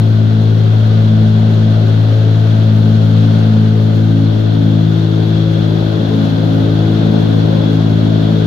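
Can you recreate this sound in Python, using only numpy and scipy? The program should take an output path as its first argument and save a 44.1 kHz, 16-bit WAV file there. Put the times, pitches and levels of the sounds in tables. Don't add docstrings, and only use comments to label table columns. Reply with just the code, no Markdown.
import sys
import numpy as np
from scipy import signal
from scipy.fft import rfft, irfft, next_fast_len
from scipy.io import wavfile

SR = 44100
rng = np.random.default_rng(int(sys.argv[2]) if len(sys.argv) > 2 else 0)


def inscribe(sig):
    pcm = np.round(np.clip(np.atleast_2d(sig).T, -1, 1) * 32767)
    wavfile.write(sys.argv[1], SR, pcm.astype(np.int16))


def voltage_ratio(decibels):
    exponent = np.asarray(decibels, float) / 20
    return 10 ** exponent


N = 373086


def rms_one(x):
    return x / np.sqrt(np.mean(np.abs(x) ** 2) + 1e-20)


def in_time(rows):
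    s, *columns = np.transpose(rows)
    return [np.interp(np.arange(N) / SR, s, column) for column in columns]


def drift(rate_hz):
    step, run_in = 40, 4000
    r = np.exp(-2 * np.pi * rate_hz * step / SR)
    noise = rng.standard_normal(N // step + run_in + 2)
    slow = rms_one(signal.lfilter([1], [1, -2 * r, r * r], noise)[run_in:])
    return np.interp(np.arange(N) / step, np.arange(len(slow)), slow)


# (delay t/ms, gain)
REFLECTIONS = [
    [(.9, 0.11), (2.3, -0.0025), (4.1, 0.085), (7.3, 0.093)],
    [(1.3, 0.083), (2.9, 0.078), (5.2, -0.081), (6.4, 0.048)],
]


def turbulence(table, gust_db, patchy_db, direct):
    size = next_fast_len(N)
    hz = np.maximum(np.arange(size // 2 + 1) * SR / size, 1)
    at, *columns = np.transpose(table)
    left_db, right_db, alike = [np.interp(np.log(hz), np.log(at), column) for column in columns]
    alike = np.clip(alike + direct, -1, 1)
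    octaves_beyond = np.maximum(np.log2(at[0] / hz), 0) + np.maximum(np.log2(hz / at[-1]), 0)
    colour = voltage_ratio(np.array([left_db, right_db]) - 30 * octaves_beyond)

    mid, side = rfft(rng.standard_normal((2, size))) * np.sqrt(SR / 4)
    common, opposed = mid * np.sqrt(1 + alike), side * np.sqrt(1 - alike)
    ports = np.array([common + opposed, common - opposed]) * colour
    if direct:
        ports = ports * [1 + sum(gain * np.exp(-2j * np.pi * hz * ms / 1000) for ms, gain in port)
                         for port in REFLECTIONS]

    octave = np.log2(np.clip(hz, at[0], at[-1]) / at[0])
    gust = 0.41 * drift(5.2) + drift(23)
    out = 0
    for k in range(int(octave[-1]) + 2):
        share = np.maximum(1 - np.abs(octave - k), 0)
        flicker_db = gust_db * gust + patchy_db * drift(6.8)
        out = out + irfft(ports * share, size)[:, :N] * voltage_ratio(flicker_db)
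    return out


# (f/Hz, left level/dB per Hz, right level/dB per Hz, left-right likeness -1..1)
HISS_SPECTRUM = [(6030, -82.5, -93, -0.08), (6400, -87.5, -82, 0.13), (7120, -87.5, -98.5, -0.05),
                 (7940, -111, -99.5, 0.072), (9700, -94, -96.5, -0.26), (10800, -95, -93.5, 0.02),
                 (12000, -94.5, -97.5, -0.13), (13300, -94.5, -99, -0.07), (14000, -100.5, -99, 0.13),
                 (14900, -95.5, -101.7, -0.01), (15700, -95, -106.9, -0.12)]


def hiss(flow_db):
    return voltage_ratio(0.7 * flow_db) * turbulence(HISS_SPECTRUM, gust_db=0.8, patchy_db=0.9, direct=0.1)


# (f/Hz, left level/dB per Hz, right level/dB per Hz, left-right likeness -1..1)
RUSH_SPECTRUM = [(1050, -68.5, -69.5, -0.4), (1200, -64, -66.5, -0.19), (1350, -64.5, -62.5, -0.5),
                 (1540, -62, -62.5, -0.088), (1653, -65.5, -69, -0.17), (2360, -75, -73.5, -0.15),
                 (2760, -66.5, -78.5, 0.1), (3120, -71, -68.5, 0.22), (3390, -66, -66, 0.043),
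                 (3650, -66.5, -70.5, 0.17), (4150, -66, -75, 0.15), (4600, -73, -79, -0.02),
                 (5230, -77.5, -86.5, 0.32)]


def mesh_rush(flow_db, turn):
    noise = turbulence(RUSH_SPECTRUM, gust_db=0.43, patchy_db=0.3, direct=0.092)
    return voltage_ratio(flow_db) * noise * (1 + 0.031 * np.cos(turn))


# (f/Hz, width f/Hz, left level/dB, right level/dB)
SHEDDING = [
    (1026, 76, -50, -53),
    (1495, 95, -54, -51),
    (3378, 200, -41.5, -44.5),
    (3644, 320, -46, -54.5),
    (11700, 700, -72, -77),
    (13900, 600, -69.5, -75.5),
]


def mesh_whistles(flow_db, wave_db, eased):
    out = 0
    for hz, width_hz, left_db, right_db in SHEDDING:
        r, w = np.exp(-np.pi * width_hz / SR), 2 * np.pi * hz / SR
        noise = rng.standard_normal((2, N))
        for _ in range(2):
            noise = signal.lfilter([1, 0, -1], [1, -2 * r * np.cos(w), r * r], noise)
        out = out + rms_one(noise) * voltage_ratio([[left_db], [right_db]]) * voltage_ratio(1.5 * drift(2.9))
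    eased_db = 6 * (eased - 1.0)
    return voltage_ratio(1.2 * flow_db - 0.5 * wave_db + eased_db) * out


# (f/Hz, left level/dB per Hz, right level/dB per Hz, left-right likeness -1..1)
ROAR_SPECTRUM = [(20, -62.0, -65.1, 0.87), (35, -59.0, -62.4, 0.9), (54, -53.3, -57.4, 0.98),
                 (81, -50.0, -54.0, 0.94), (135, -48.5, -51.6, 0.93), (190, -44.6, -47.8, 0.98),
                 (244, -47.6, -49.6, 0.92), (298, -52.5, -52.4, 0.64), (352, -51.3, -58.9, 0.31),
                 (460, -51.5, -60.7, 0.75), (570, -54.4, -57.7, 0.44), (680, -55.5, -62.1, 0.15),
                 (790, -56.7, -64.7, -0.45), (950, -64.5, -67.7, 0.16)]


def roar(flow_db, wave_db, rumble_db, turn):
    noise = turbulence(ROAR_SPECTRUM, gust_db=-0.67, patchy_db=1.13, direct=0)
    noise = noise * (1 + 0.074 * np.cos(turn))
    rumble = signal.sosfiltfilt(signal.butter(2, 91, fs=SR, output="sos"), noise)
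    return voltage_ratio(1.6 * flow_db - 0.15 * wave_db) * (noise - rumble) + voltage_ratio(rumble_db) * rumble


# (t/s, blade-passing f/Hz)
DRIVE_SPEED = [
    (0, 54.52),
    (4.05, 54.5),
    (4.35, 54.08),
    (8.46, 54.07),
]


def propeller():
    speed, = in_time(DRIVE_SPEED)
    turn = 2 * np.pi * np.cumsum(speed) / SR
    return turn, (speed.max() - speed) / np.ptp(speed)


# (t/s, wave level/dB, flow level/dB)
SHAFT_STATE = [(0.1, -9.5, -40), (0.35, -10.5, -40), (0.74, -9, -39), (1.72, -10, -38.5),
               (2.04, -9.5, -38.5), (3.13, -9.5, -38.5), (3.33, -10.5, -37.5), (3.75, -10.5, -39.5),
               (4.88, -13.5, -39.5), (6.3, -16.5, -37.5), (6.71, -13.5, -38), (7.13, -15.5, -37),
               (7.4, -13, -37.5), (7.52, -16, -37), (7.98, -13, -38.5), (8.31, -15, -37), (8.4, -14.5, -38)]


def shaft():
    return [level - np.mean(level) for level in in_time(SHAFT_STATE)]


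DETUNING = {1: (0.1, 0.11, 0.37), 2: (-.6, -0.44, 1.0), 3: (-2.5, 1.5, -0.23), 4: (-3, -3.5, .1),
            5: (-2, -0.28, -0.48), 6: (-6.5, 2.2, -0.48)}
# (t/s, length t/s, harmonic, level/dB)
BODY_SHADOWS = [(6.55, 0.76, 5, 4), (0.82, 0.18, 3, -6), (0.25, .35, 3, -3.5), (2.11, 0.18, 3, -7),
                (3.145, .45, 3, 3), (4.156, 0.4, 3, 2.5), (4.394, 0.19, 3, -11), (4.85, 0.33, 3, 2.5),
                (6.054, 0.54, 3, -4), (0.30, .3, 4, 6.5), (1.347, 0.75, 4, 8.5), (2.20, .7, 4, -5.5),
                (2.88, 0.59, 4, 9), (3.61, 0.66, 4, 7.5), (4.147, 0.39, 4, 3.5), (4.698, 0.27, 4, 5.5),
                (5.80, .5, 4, -4.5), (6.20, 0.34, 4, 7.5), (7.148, 0.56, 4, 7.5), (8.12, 0.44, 4, 6.5),
                (1.05, 1.2, 5, -6.5), (1.95, 0.45, 5, 5.5), (3.18, 0.43, 5, 10.5), (4.20, .35, 5, 5.5),
                (4.622, .3, 5, 6), (5.244, 0.71, 5, -3.5), (7.853, .6, 5, 5), (4.00, 0.41, 6, 8),
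                (6.25, .4, 6, -5.5), (7.903, .3, 6, -2.5)]


def swells(eased, wave_db):
    coarse = np.arange(0, N / SR + .02, .02)
    out = {}
    for k, (full_db, eased_db, share) in DETUNING.items():
        bumps = np.zeros(len(coarse))
        for s, length, harmonic, db in BODY_SHADOWS:
            if round(harmonic) == k:
                bumps += db * np.exp(-(2 * (coarse - s) / length) ** 2)
        steady_db = full_db + (eased_db - full_db) * eased + share * wave_db
        out[k] = steady_db + np.interp(np.arange(N) / SR, coarse, bumps)
    return out


# (harmonic, left level/dB, right level/dB, left lead/rad, left-right likeness 0..1)
BLADE_HARMONICS = [(1, -38.5, -42.8, 0.02, 1), (2, -9.6, -13.4, -0.09, 1.0), (3, -15.7, -19.3, 0.02, 1),
                   (4, -19.9, -20.9, 0.14, 0.96), (5, -26.9, -24.6, 0.11, 0.92),
                   (6, -22.7, -33.3, -1.3, 0.53), (7, -31.4, -43.3, 0.25, 0.68),
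                   (8, -31.5, -37.9, -0.21, 0.73), (9, -38.0, -48.1, 0.38, 0.58),
                   (10, -37.9, -37.0, 0.7, 0.78), (11, -39.9, -39.9, 0.11, 0.44),
                   (12, -39.0, -45.4, 0.56, 0.94), (13, -38.0, -47.8, 2.62, 0.28),
                   (14, -47.0, -54.6, -2.57, 0.92), (15, -51.3, -57.0, -2.53, 0.77),
                   (16, -49.8, -55.4, -2.02, 0.21)]


def blade_tones(turn, swell_db, upper_db):
    path_share = {2: .005, 3: .03, 4: .04, 5: .04, 6: .03}
    eddy_share = {2: .025, 3: .08, 4: .14, 5: .2, 6: .03}
    out = np.zeros((2, N))
    for k, (_, left_db, right_db, lead, alike) in enumerate(BLADE_HARMONICS, 1):
        shared, own, fast = [drift(rate) + 1j * drift(rate) for rate in (1.6, 1.6, 6.0)]
        apart = 0.99 * np.sqrt(1 - alike ** 2) / alike
        slip = 0
        if k > 2:
            slip = rng.uniform(0, 2 * np.pi) + .6 * (k - 2) ** .5 * drift(.7)
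        tone = np.sqrt(2) * voltage_ratio(swell_db.get(k, upper_db)) * np.exp(1j * (k * turn + slip))
        paths = 1 + path_share.get(k, .45) * shared + eddy_share.get(k, .75) * fast
        left = rms_one(paths) * voltage_ratio(left_db)
        right = rms_one(paths + apart * own) * voltage_ratio(right_db) * np.exp(-1j * lead)
        out += np.real(tone * np.array([left, right]))
    return out


def scene():
    turn, eased = propeller()
    wave_db, flow_db = shaft()
    swell_db = swells(eased, wave_db)
    background = hiss(flow_db) + mesh_rush(flow_db, turn) + mesh_whistles(flow_db, wave_db, eased)
    background = background + roar(flow_db, wave_db, swell_db[1], turn)
    return background + blade_tones(turn, swell_db, upper_db=1.5 * flow_db + 0.68)


def low_pass(x):
    return signal.sosfilt(signal.butter(12, 15800, fs=SR, output="sos"), x)


def record(dry):
    top, knee = 1.02, 8.0
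    rounded = dry / (1 + np.abs(dry / top) ** knee) ** (1 / knee)
    return low_pass(rounded)


dry = scene()
out = record(dry)
inscribe(out)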